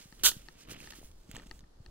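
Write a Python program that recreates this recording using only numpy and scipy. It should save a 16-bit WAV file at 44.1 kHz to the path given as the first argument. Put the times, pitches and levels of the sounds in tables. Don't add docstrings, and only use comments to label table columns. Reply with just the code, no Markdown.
import sys
import numpy as np
from scipy import signal
from scipy.fft import rfft, irfft
from scipy.io import wavfile
from scipy.ndimage import uniform_filter1d

SR = 44100
rng = np.random.default_rng(int(sys.argv[2]) if len(sys.argv) > 2 else 0)


def level_to_linear(level):
    exponent = np.asarray(level, float) / 20
    return 10 ** exponent


def unload_wav(signal):
    wavfile.write(
        sys.argv[1],
        SR,
        np.round(np.clip(np.atleast_2d(signal).T, -1, 1) * 32767).astype(np.int16),
    )


N = 83790
TIME = np.arange(N) / SR
FREQ = np.maximum(np.arange(N // 2 + 1) * SR / N, 1)


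def curve(table):
    return level_to_linear(np.interp(TIME, *np.array(table).T[:2]))


def along_log_freq(table):
    hz, value = np.array(table).T[:2]
    return np.interp(np.log(FREQ), np.log(hz), value)


def shape(table):
    return level_to_linear(along_log_freq(table))


def colour(x, gain):
    y = irfft(rfft(x) * gain, N)
    return y / y.std()


def walk(rate_hz):
    k = max(int(SR / rate_hz), 1)
    smooth = uniform_filter1d(uniform_filter1d(rng.standard_normal(N), k), k)
    return smooth / smooth.std()


def grit(rate_hz, spread_db, bed_db):
    chance, size_draw, sign_draw = rng.random((3, N))
    size = level_to_linear(spread_db * np.minimum(-np.log(1 - size_draw), 4))
    grains = (chance < rate_hz / SR) * size * np.sign(sign_draw - .5)
    return grains / grains.std() + level_to_linear(bed_db) * rng.standard_normal(N)


def add(out, at_s, x):
    i = max(int(at_s * SR), 0)
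    out[i:i + len(x)] += x[:N - i]


def steps():
    # start_s, level_db
    weight = [(0, -55), (.06, -85), (.21, -53.5), (.38, -58.5), (.56, -62.5), (.62, -62.5), (.666, -58.5),
              (.70, -43.5), (.80, -53), (.93, -55), (1.03, -64), (1.18, -102), (1.29, -63.5), (1.36, -47),
              (1.47, -62.5), (1.6, -70), (1.7, -90.5), (1.9, -72)]
    # freq_hz, density_db
    crunch_colour = [(150, -2), (400, -4), (1000, -10), (2100, -10), (2900, -6), (4500, -15), (9000, -25),
                     (16000, -36)]
    # freq_hz, density_db
    sole_colour = [(50, -13), (100, 2), (200, 4.5), (350, -0.5), (700, -9.5), (1500, -42), (4000, -78)]
    # middle_s, length_s, level_db, bright_share_db
    slides = [(.01, 0.081, -51.5, -36), (0.198, 0.012, -61.5, -18), (0.613, 0.055, -52, -28),
              (0.716, 0.037, -42.5, -3.5), (0.797, 0.031, -59.5, -10), (0.851, 0.12, -50.5, -12),
              (0.97, 0.061, -53, -2.5), (1.051, 0.074, -62.5, 6), (0.909, 0.012, -57, 3),
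              (1.31, 0.04, -64, -6), (1.362, 0.035, -60, -8), (1.469, 0.0086, -58.5, -7),
              (1.571, 0.058, -77, 11), (1.894, 0.043, -75, -24), (0.173, 0.68, -62.5, -0.5),
              (0.46, 0.3, -65, -14), (1.448, 0.18, -69.5, -5), (1.198, 0.59, -70, 0.5),
              (1.543, 0.086, -67.5, 4), (1.848, 0.09, -77.5, 5)]
    # freq_hz, density_db
    slide_colour = [(300, -21.5), (1000, -17.5), (3000, -14), (6500, -13), (9000, -19.5), (16000, -30)]
    # freq_hz, density_db
    bright_colour = [(4000, -13.5), (8000, -2), (11000, -2.5), (13500, -13), (16000, 1)]
    crunch = colour(grit(700, 3.2, -2) * level_to_linear(2.6 * walk(120)), shape(crunch_colour))
    sole = level_to_linear(-2) * colour(grit(150, 4, 2), shape(sole_colour))
    sand = grit(5000, 2.4, 1) * level_to_linear(1.6 * walk(300))
    coarse, fine = np.zeros(N), np.zeros(N)
    for middle_s, length_s, level_db, bright_db in slides:
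        swell = level_to_linear(level_db) * np.exp(-(2 * (TIME - middle_s) / length_s) ** 2)
        coarse += swell
        fine += swell * level_to_linear(bright_db)
    sliding = colour(sand, shape(slide_colour)) * coarse + colour(sand, shape(bright_colour)) * fine
    return (crunch + sole) * curve(weight) + sliding


def hush():
    # freq_hz, density_db
    hush_colour = [(300, 0), (600, -6), (1300, -10), (2400, -20), (4500, -15), (8000, -24), (12000, -27),
                   (14000, -38)]
    gain = shape(hush_colour) * np.minimum(FREQ / 300, 1) ** 2
    mid = colour(rng.standard_normal(N), gain)
    side = colour(rng.standard_normal(N), gain)
    return level_to_linear(-71.5) * (mid + 1.1 * side * np.array([[1], [-1]]))


def wind():
    # start_s, level_db
    gusts = [(0.0, -94), (0.014, -67.5), (0.21, -66), (0.254, -51.5), (0.454, -67), (0.682, -63.5),
             (0.746, -57), (0.776, -56), (1.396, -64.5), (1.55, -55.5), (1.634, -64), (1.692, -67),
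             (1.762, -68), (1.9, -54.5)]
    # freq_hz, density_db
    wind_colour = [(20, 0), (40, 1.5), (70, -7), (130, -17), (260, -21), (500, -28.5), (1000, -40),
                   (2500, -72)]
    rumble = rng.standard_normal(N) * level_to_linear(3.2 * walk(18.0))
    return colour(rumble, shape(wind_colour)) * curve(gusts) * level_to_linear(6.5)


def thumps():
    # start_s, peak_db, pitch_hz
    pushes = [(0.056, -44.5, 151), (0.125, -46, 164), (0.236, -32, 314), (0.366, -39, 132),
              (0.494, -52.5, 171), (.685, -44, 280), (0.72, -37.5, 323), (0.810, -48.5, 200),
              (0.876, -67, 180), (0.987, -42, 260), (1.015, -44.5, 380), (1.03, -44, 610),
              (1.04, -47.5, 200), (1.293, -39.5, 197), (1.341, -39, 144), (1.379, -41, 370),
              (1.462, -43, 193), (1.631, -47, 148), (1.802, -41.5, 89)]
    out, t = np.zeros(N), TIME[:2200]
    for start_s, peak_db, hz in pushes:
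        u = 3 * t * hz / 0.94
        add(out, start_s, level_to_linear(peak_db + 4.5) * np.sin(2 * np.pi * hz * t) * u * np.exp(1 - u))
    return out


def ticks():
    # start_s, peak_db, high_mode_share_db
    knocks = [(0.1252, -42.5, -2), (0.317, -34, 3), (0.4857, -35.5, -1), (0.8437, -46.5, 3.5),
              (0.8733, -36.5, -5), (0.9231, -39, -2.5), (0.9349, -39.5, -2.5), (1.3652, -35.5, -8),
              (1.3973, -40.5, -6), (1.5121, -32.5, -0.5), (1.6396, -53, -15), (1.8621, -45.5, 4.5)]
    # freq_hz, level_db, t60_s
    modes = [(350, -13.5, 0.036), (905, -13, 0.026), (1290, -16, 0.04), (1810, -2, 0.015),
             (2720, -6, 0.009), (4394, 1, 0.006), (5300, -3, 0.003), (7000, -9, 0.002)]
    out, t = np.zeros(N), TIME[:2200]
    attack = 1 - np.exp(-t / 0.00011)
    scatter = 1 + .015 * rng.standard_normal((len(knocks), len(modes)))
    for (start_s, peak_db, high_db), detune in zip(knocks, scatter):
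        knock = np.zeros(len(t))
        for (hz, mode_db, t60_s), factor in zip(modes, detune):
            level = level_to_linear(mode_db + (high_db if hz > 2200 else 0))
            knock += level * np.sin(2 * np.pi * hz * factor * t) * attack * 1000. ** (-t / t60_s)
        add(out, start_s, -level_to_linear(peak_db + 5.5) * knock)
    return out


def cracks():
    # start_s, peak_db, centre_hz
    snaps = [(.1958, -41, 3200), (.2354, -19, 3480), (.6749, -46, 1300), (.6863, -42, 3130),
             (.7464, -42, 2940), (.7654, -45, 2650), (.8033, -34, 2640), (.9053, -35, 6640),
             (.9190, -41, 6500), (.953, -46, 9000), (1.1149, -50, 8000), (1.3135, -36, 2940),
             (1.3140, -38, 7200), (1.3142, -40, 12500), (1.3493, -35, 3210), (1.3540, -44, 7000),
             (1.3580, -35, 3300), (1.3660, -33, 7300), (1.4197, -46, 1700), (1.4345, -49, 1800),
             (1.5918, -45, 5990), (1.6064, -50, 6120), (1.4952, -52, 7200), (.7105, -39, 2900),
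             (.7335, -42, 1800), (.8315, -43, 3000), (.9082, -39, 4600), (.9222, -42, 6500),
             (.2445, -13, 3100), (.2525, -11, 3400), (.2560, -11, 3300), (.2605, -11, 3100),
             (.2650, -10, 3000), (.2905, -17, 4000)]
    burst_s, ring_q, ring_db = .0006, 2.8, 3
    out, t = np.zeros(N), TIME[:400]
    envelope = t / burst_s * np.exp(1 - t / burst_s) / 2
    noise = rng.standard_normal((len(snaps), len(t)))
    for (start_s, peak_db, hz), n in zip(snaps, noise):
        burst = np.sign(n) * np.sqrt(np.abs(n)) * envelope
        ring = np.sin(2 * np.pi * hz * t) * np.exp(-np.pi * hz * t / ring_q)
        ringing = np.convolve(burst, ring)[:len(t)] / np.linalg.norm(ring)
        level_db = peak_db + 2.5 - 7 * (peak_db > -22)
        add(out, start_s, level_to_linear(level_db) * (burst + level_to_linear(ring_db) * ringing))
    return irfft(rfft(out) * np.minimum(FREQ / 900, 1) ** 2, N)


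def scuff():
    # start_s, level_db
    envelope = [
        (.226, -88.5),
        (.2345, -52.5),
        (.2355, -18.5),
        (.262, -12.5),
        (.292, -20.5),
        (.300, -29.5),
        (.33, -42.5),
        (.40, -58),
        (.46, -86),
    ]
    # freq_hz, density_db
    scuff_colour = [(120, -46), (300, -13.5), (800, -9.5), (1400, -13), (2200, -19), (3300, -2), (6400, 1),
                    (16000, -6)]
    # freq_hz, width_hz, gain_db
    peaks = [(1510, 170, 15.5), (3070, 1000, 7.5), (9470, 1720, 0.5)]
    ring = sum((level_to_linear(db) - 1) / (1 + (2 * (FREQ - hz) / width_hz) ** 2) for hz, width_hz, db in peaks)
    jerks = grit(8000, 1.2, -2.25) * level_to_linear(1.5 * walk(620))
    return colour(jerks, shape(scuff_colour) * (1 + ring)) * curve(envelope)


def ports(x, scattered, shade, phases):
    # freq_hz, gain_db
    left_shading = [(250, 0), (700, -.8), (2000, -3.0), (4000, -4.5), (8000, -5.8), (14000, -4.3)]
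    # freq_hz, gain_db
    unrelated = [(60, -28), (300, -15), (1500, -10), (8000, -8)]
    turn = np.exp(1j * along_log_freq(phases))
    tilt = shape(left_shading) ** (shade / 2)
    common, other = rfft(x), rfft(scattered) * shape(unrelated)
    return irfft(np.array([turn * (common + other) * tilt, (common - other) / tilt]), N)


def drop_band_mean(tear):
    centre_hz, width_hz, middle_s, length_s = 5250, 950, .26, .044
    held = np.exp(-(2 * (TIME - middle_s) / length_s) ** 8)
    band = np.exp(-(2 * (FREQ - centre_hz) / width_hz) ** 4)
    return tear - held * irfft(rfft(tear.mean(0)) * band, N)


def scene():
    # freq_hz, phase_rad
    scuff_turn = [(150, -.1), (430, -.7), (700, -3.1), (1550, -6.9), (3200, -7.6), (5200, -9.4),
                  (10500, -10.4), (15200, -13.0)]
    # freq_hz, phase_rad
    far_turn = [(150, -.1), (900, -2.5), (1800, -.9), (2900, -1.1), (4000, -2.2), (5500, -2.5),
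                (7500, -3.3), (14000, -5.6)]
    # freq_hz, phase_rad
    near_turn = [(150, -.1), (900, -1.1), (2900, -.7), (5300, -3.1), (6200, -1), (7700, -1.2), (9300, -2.4),
                 (14000, -4.7)]
    # freq_hz, phase_rad
    housing_turn = [(150, 0), (900, .7), (2900, 1.3), (4000, .3), (4800, .4), (5600, 1.1), (6600, 2.3),
                    (8000, 1.3)]
    change_foot_s = 1.2
    ground, spread = steps() + cracks(), steps()
    later = np.clip((TIME - change_foot_s) * 20 + .5, 0, 1)
    far_foot = ports(ground * (1 - later), spread * (1 - later), 0.87, far_turn)
    near_foot = ports(ground * later, spread * later, 0.99, near_turn)
    tear = ports(scuff(), level_to_linear(3.5) * scuff(), 0.91, scuff_turn)
    road = drop_band_mean(tear + far_foot + near_foot)
    hand = thumps() + ticks()
    housing = ports(hand, hand, 0.23, housing_turn)
    return level_to_linear(-6.0) * (road + housing) + wind() + hush()


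def roll_off(x):
    return signal.sosfilt(signal.butter(12, 17000, fs=SR, output="sos"), x)


def record(dry):
    top_hz = 15900
    dull = level_to_linear(-35 * np.clip((FREQ - top_hz) / 400 + .5, 0, 1))
    mix = irfft(rfft(dry) * dull, N)
    return roll_off(mix)


dry = scene()
out = record(dry)
unload_wav(out)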